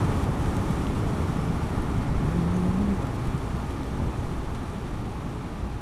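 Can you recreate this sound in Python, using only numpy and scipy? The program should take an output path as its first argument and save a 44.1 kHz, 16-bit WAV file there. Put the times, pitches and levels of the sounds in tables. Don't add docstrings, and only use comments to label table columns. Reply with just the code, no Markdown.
import sys
import numpy as np
from scipy import signal
from scipy.io import wavfile

SR = 44100
rng = np.random.default_rng(int(sys.argv[2]) if len(sys.argv) > 2 else 0)


def persist_wave(psi):
    counts = np.round(np.clip(psi, -1, 1) * 32767).astype(np.int16)
    wavfile.write(sys.argv[1], SR, np.atleast_2d(counts).T)


N = 256220
TIME = np.arange(N) / SR

# frequency in Hz, relative level in dB.
BUFFET_SPECTRUM = [(20, -0.7), (35, -1.5), (65, 1), (120, 0), (170, -4.5), (260, -15), (500, -37.5)]
RUSH_SPECTRUM = [(90, -16.5), (160, -3), (230, 3), (330, -4.5), (430, -6.5), (520, -11.5), (700, -13),
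                 (1200, -41)]
HISS_SPECTRUM = [(1200, -30), (2500, -0.5), (3500, 7.5), (4400, -3.5), (5100, -2), (5800, -2), (7500, 0),
                 (9800, -3), (11500, -13), (13000, -12.5), (15000, -36)]
# time in seconds, added level in dB.
HISS_SWELLS = [(0, 0.5), (.23, 2), (.27, -2), (.36, 1), (.45, 2), (1.1, 1), (1.6, 0.4), (2.2, -0.7),
               (2.55, -0.2), (3.0, -0.4), (3.5, 1), (4.7, 0.8), (5.81, 0.5)]
# pitch in Hz, width in Hz, level in dB against the hiss.
GAP_WHISTLES = [(2340, 340, -9), (3300, 420, -24), (5520, 1100, -10.5), (7240, 580, -20), (9700, 1700, -11),
                (12200, 930, -20)]


def wind(speed):
    buffet_gust_db, rush_gust_db = gusts()
    buffet = turbulence(BUFFET_SPECTRUM, patchy_db=1.0, eddies_per_s=27)
    buffet *= from_db(-28 + buffet_gust_db) * speed ** 1.16
    rush = turbulence(RUSH_SPECTRUM, patchy_db=0.47, eddies_per_s=25)
    rush *= from_db(-31 + rush_gust_db) * speed ** 1.73
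    swell_db, = in_time(HISS_SWELLS)
    flutter_db = 0.55 * drift(22) + 0.5 * drift(90)
    hiss = turbulence(HISS_SPECTRUM, patchy_db=1.0, eddies_per_s=70) + ringing_noise(GAP_WHISTLES)
    hiss *= from_db(-51.5 + swell_db + flutter_db) * speed ** 1.34
    return buffet + thumps() + rush + hiss


# middle in seconds, half length in seconds, dB added to the
# wind's rumble, dB added to its rush.
GUSTS = [(0.018, 0.08, 5, 0), (0.56, 0.099, 3, 2), (1.054, 0.2, 2, 1.5), (1.549, 0.23, 0.5, -1),
         (2.102, 0.28, 3, -0.5), (3.28, 0.14, -1, -2), (3.694, .1, -1, 0), (4.009, 0.14, 2, 2.5),
         (4.295, 0.097, 3, 0)]


def gusts():
    buffet_gust_db = rush_gust_db = 0
    for middle, half_s, buffet_db, rush_db in GUSTS:
        buffet_gust_db += buffet_db * swell(middle, half_s)
        rush_gust_db += rush_db * swell(middle, half_s)
    return buffet_gust_db, rush_gust_db


# middle in seconds, relative level in dB, pitch in Hz.
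WIND_THUMPS = [(0.057, -26, 87), (.155, -23, 85), (0.296, -16, 121), (0.535, -17, 135), (0.624, -14.5, 110),
               (0.707, -13.5, 135), (0.998, -14, 140), (1.077, -24, 90), (1.134, -14.5, 165),
               (1.204, -19.5, 90), (1.432, -31, 75), (1.568, -19, 90), (1.635, -15, 120), (1.982, -16, 105),
               (2.567, -20, 120), (2.696, -17.5, 69.6), (2.986, -18, 100), (3.047, -20, 85),
               (3.215, -22.5, 115), (3.272, -19.5, 135), (3.351, -14, 140), (3.443, -26, 105),
               (3.548, -17, 120), (4.073, -19, 130), (4.344, -18, 105), (4.757, -24, 90),
               (5.634, -19.5, 89.5)]


def thumps(half_cycles=0.75, gain_db=-3):
    return sum(from_db(db + gain_db) * swell(middle, half_cycles / hz) * sine(hz, middle)
               for middle, db, hz in WIND_THUMPS)


# time in seconds, firings per second.
ENGINE_REVS = [(1.3, 161.2), (1.58, 163.9), (2.255, 135.9), (2.315, 167.7), (2.39, 174.8), (2.45, 165.3),
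               (2.52, 178.5), (2.74, 181), (2.81, 202.8), (2.9, 202.4), (2.99, 176.4)]
# multiple of the firing rate, relative level in dB.
ENGINE_TONES = [(.5, -19), (1, -1.5), (1.5, -26.5), (2, -18), (3, -28.5)]


def engine(jitter=0.0065, rough_db=0.8, uneven_db=2.0):
    firing_hz, = in_time(ENGINE_REVS)
    firings = np.cumsum(firing_hz * (1 + jitter * drift(25))) / SR
    strength_db = uneven_db * np.interp(firings, np.arange(2000), rng.standard_normal(2000))
    drone = 0
    for multiple, db in ENGINE_TONES:
        level = from_db(db + rough_db * multiple * drift(19))
        drone += level * np.sqrt(2) * np.sin(2 * np.pi * multiple * firings)
    rev_gain = (firing_hz / 176) ** 0.42
    return throttle() * rev_gain * from_db(strength_db) * drone


# start in seconds, length in seconds,
# relative level in dB.
THROTTLE_TWISTS = [(1.283, 0.34, -30), (2.22, 0.78, -24.5)]


def throttle(attack_s=0.023, release_s=0.071):
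    gain = 0
    for start, length, db in THROTTLE_TWISTS:
        opening = (TIME - start) / attack_s
        closing = (start + length - TIME) / release_s
        gain += from_db(db) * np.clip(np.minimum(opening, closing), 0, 1)
    return gain


# frequency in Hz, relative level in dB.
ROAR_SPECTRUM = [(400, -13), (650, -2), (900, 2), (1250, -2), (1550, -8), (2200, -11), (3000, -22),
                 (5000, -26.5)]
# pitch in Hz, width in Hz, level in dB against the roar.
HOLLOW_RINGS = [(836.4, 60, -8), (1206, 145, -8.5), (408.7, 37, -8.5), (1806, 220, -19)]


def tyres(speed):
    roar = turbulence(ROAR_SPECTRUM, patchy_db=0, eddies_per_s=16)
    return from_db(-38) * speed ** 1.29 * (roar + ringing_noise(HOLLOW_RINGS))


# start in seconds, relative level in dB.
ROAD_BUMPS = [(2.097, -12), (2.14, -24), (2.178, -13), (3.277, -12), (4.246, -17), (4.268, -13),
              (4.38, -19), (4.471, -15)]


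def bumps(thud_hz=48, decay_s=0.009, gain_db=-3):
    return sum(from_db(db + gain_db) * burst(start, decay_s) * sine(thud_hz, start)
               for start, db in ROAD_BUMPS)


def thrum(speed, cruising_hz=83.5, wander=0.0318, rough_db=2.0):
    cycles = np.cumsum(cruising_hz * speed * (1 + wander * drift(5.7))) / SR
    level = from_db(-41 + rough_db * drift(6.1)) * speed ** 0.82
    return level * np.sqrt(2) * np.sin(2 * np.pi * cycles)


# pitch in Hz, width in Hz, level in dB.
WHIRR_BANDS = [(85, 43, -41.5), (265, 115, -45), (2430, 520, -61), (3600, 1540, -62.5), (5640, 860, -75)]


def whirr():
    return ringing_noise(WHIRR_BANDS)


# start in seconds, knock level in dB, rattle level in dB,
# rattle pitch in Hz, fade time in seconds.
FITTING_TICKS = [(0.2395, -44, -46, 10500, .0022), (0.459, -40, -62, 6000, .003),
                 (0.5667, -39, -39, 7300, .0025), (0.6575, -50, -47, 8000, .002),
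                 (0.708, -42, -46, 9500, .0027), (0.869, -38.5, -54, 3510, 0.0025),
                 (1.821, -48, -47, 9800, .0024), (2.565, -52, -47, 6500, .003),
                 (2.9045, -48, -60, 6996, .003), (3.069, -45, -49, 7200, 0.0034),
                 (3.255, -44, -57, 8000, .003), (3.2728, -44, -45, 9500, .002),
                 (3.379, -52, -50, 7000, .003), (3.559, -49, -60, 6000, .003),
                 (3.5675, -52, -54, 11500, .0018), (3.707, -46, -53, 8500, .003),
                 (3.8325, -42, -51, 7000, .0025), (4.548, -47, -52, 6500, 0.0082),
                 (4.783, -52, -52, 6200, .003), (4.866, -46, -57, 6500, .004)]


def ticks(rattle_width_hz=4200):
    knock = ringing_noise([(2600, 1600, 0), (1700, 800, -1)])
    out = 0
    for start, knock_db, rattle_db, hz, decay_s in FITTING_TICKS:
        rattle = ringing_noise([(hz, rattle_width_hz, rattle_db)])
        out += burst(start, decay_s) * (from_db(knock_db) * knock + rattle)
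    return out


def grit(speed, cruising_hits_per_s=14, hz=10500, width_hz=5000, decay_s=0.0006):
    hits = rng.random(N) < cruising_hits_per_s * speed / SR
    strength = from_db(-50 + 3 * np.clip(rng.standard_normal(N), -2, 1))
    fades = signal.lfilter([1], [1, -np.exp(-1 / (decay_s * SR))], hits * strength + 1e-18)
    return speed * fades * ringing_noise([(hz, width_hz, -4)])


# middle in seconds, half length in seconds, pitch in Hz, width in Hz,
# level in dB.
FAINT_SQUEAKS = [(1.42, .13, 10080, 200, -65), (1.42, .13, 5250, 200, -62),
                 (2.565, 0.035, 6450, 350, -57.5), (2.6, .15, 9500, 1400, -62)]


def squeaks():
    return sum(swell(middle, half_s) * ringing_noise([(hz, width_hz, db)])
               for middle, half_s, hz, width_hz, db in FAINT_SQUEAKS)


def turbulence(spectrum, patchy_db, eddies_per_s):
    points_hz, points_db = np.transpose(spectrum)
    edges_hz = 18 * 2 ** (np.arange(31) / 3)
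    white = rng.standard_normal((2, N))
    out = 0
    for k, (low, high) in enumerate(zip(edges_hz, edges_hz[1:])):
        eddies = rng.standard_normal(2000)
        if points_hz[0] < high and low < points_hz[-1]:
            band_filter = signal.butter(2, [low, high], "band", fs=SR, output="sos")
            band = signal.sosfilt(band_filter, white[k % 2])
            band_db = np.interp(np.log(np.sqrt(low * high)), np.log(points_hz), points_db)
            waver = np.interp(TIME * eddies_per_s, np.arange(len(eddies)), eddies)
            out += band * from_db(band_db + patchy_db * waver)
    return rms_one(out)


def ringing_noise(bands):
    out = 0
    for hz, width_hz, db in bands:
        once = resonate(rng.standard_normal(N), hz, 1.4 * width_hz)
        twice = resonate(once, hz, 1.4 * width_hz)
        out += from_db(db) * rms_one(twice)
    return out


def resonate(x, hz, width_hz):
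    r = np.exp(-np.pi * width_hz / SR)
    feedback = [1, -2 * r * np.cos(2 * np.pi * hz / SR), r * r]
    return signal.lfilter(np.array([1, 0, -1]) * (1 - r * r) / 2, feedback, x + 1e-18)


def drift(rate):
    r = np.exp(-80 * np.pi * rate / SR)
    noise = rng.standard_normal(N // 40 + 2002)
    slow = signal.lfilter([1], [1, -2 * r, r * r], noise)[2000:]
    return np.interp(np.arange(N) / 40, np.arange(len(slow)), rms_one(slow))


def burst(start, decay_s):
    return (TIME >= start) * np.exp(-np.minimum(np.abs(TIME - start) / decay_s, 60))


def swell(middle, half_s):
    return np.exp(-((TIME - middle) / half_s) ** 2)


def sine(hz, zero_s):
    return np.sin(2 * np.pi * hz * (TIME - zero_s))


def in_time(rows):
    times, *columns = np.transpose(rows)
    return [np.interp(TIME, times, column) for column in columns]


def from_db(db):
    return 10 ** (np.asarray(db) / 20)


def rms_one(x):
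    return x / np.sqrt(np.mean(x ** 2) + 1e-20)


# time in seconds, road speed (1 is cruising speed).
ROAD_SPEED = [(0, 1.14), (.3, 0.95), (1.7, 0.88), (2.8, 0.81), (3.6, 0.71), (4.8, 0.62), (5.81, 0.52)]


def scene():
    speed, = in_time(ROAD_SPEED)
    bike = engine() + whirr() + thrum(speed) + ticks() + grit(speed) + squeaks() + bumps()
    return (wind(speed) + tyres(speed) + bike)[None]


# pitch in Hz, width in Hz, depth from 0 to 1.
HOUSING_NOTCHES = [(5110, 280, 0.27), (6870, 250, 0.06), (7760, 230, 0.1)]


def record(dry, cutoff_hz=15000):
    for hz, width_hz, depth in HOUSING_NOTCHES:
        dry = dry - depth * resonate(dry, hz, width_hz)
    return signal.sosfilt(signal.ellip(10, 0.2, 80, cutoff_hz, fs=SR, output="sos"), dry)


dry = scene()
out = record(dry)
persist_wave(out)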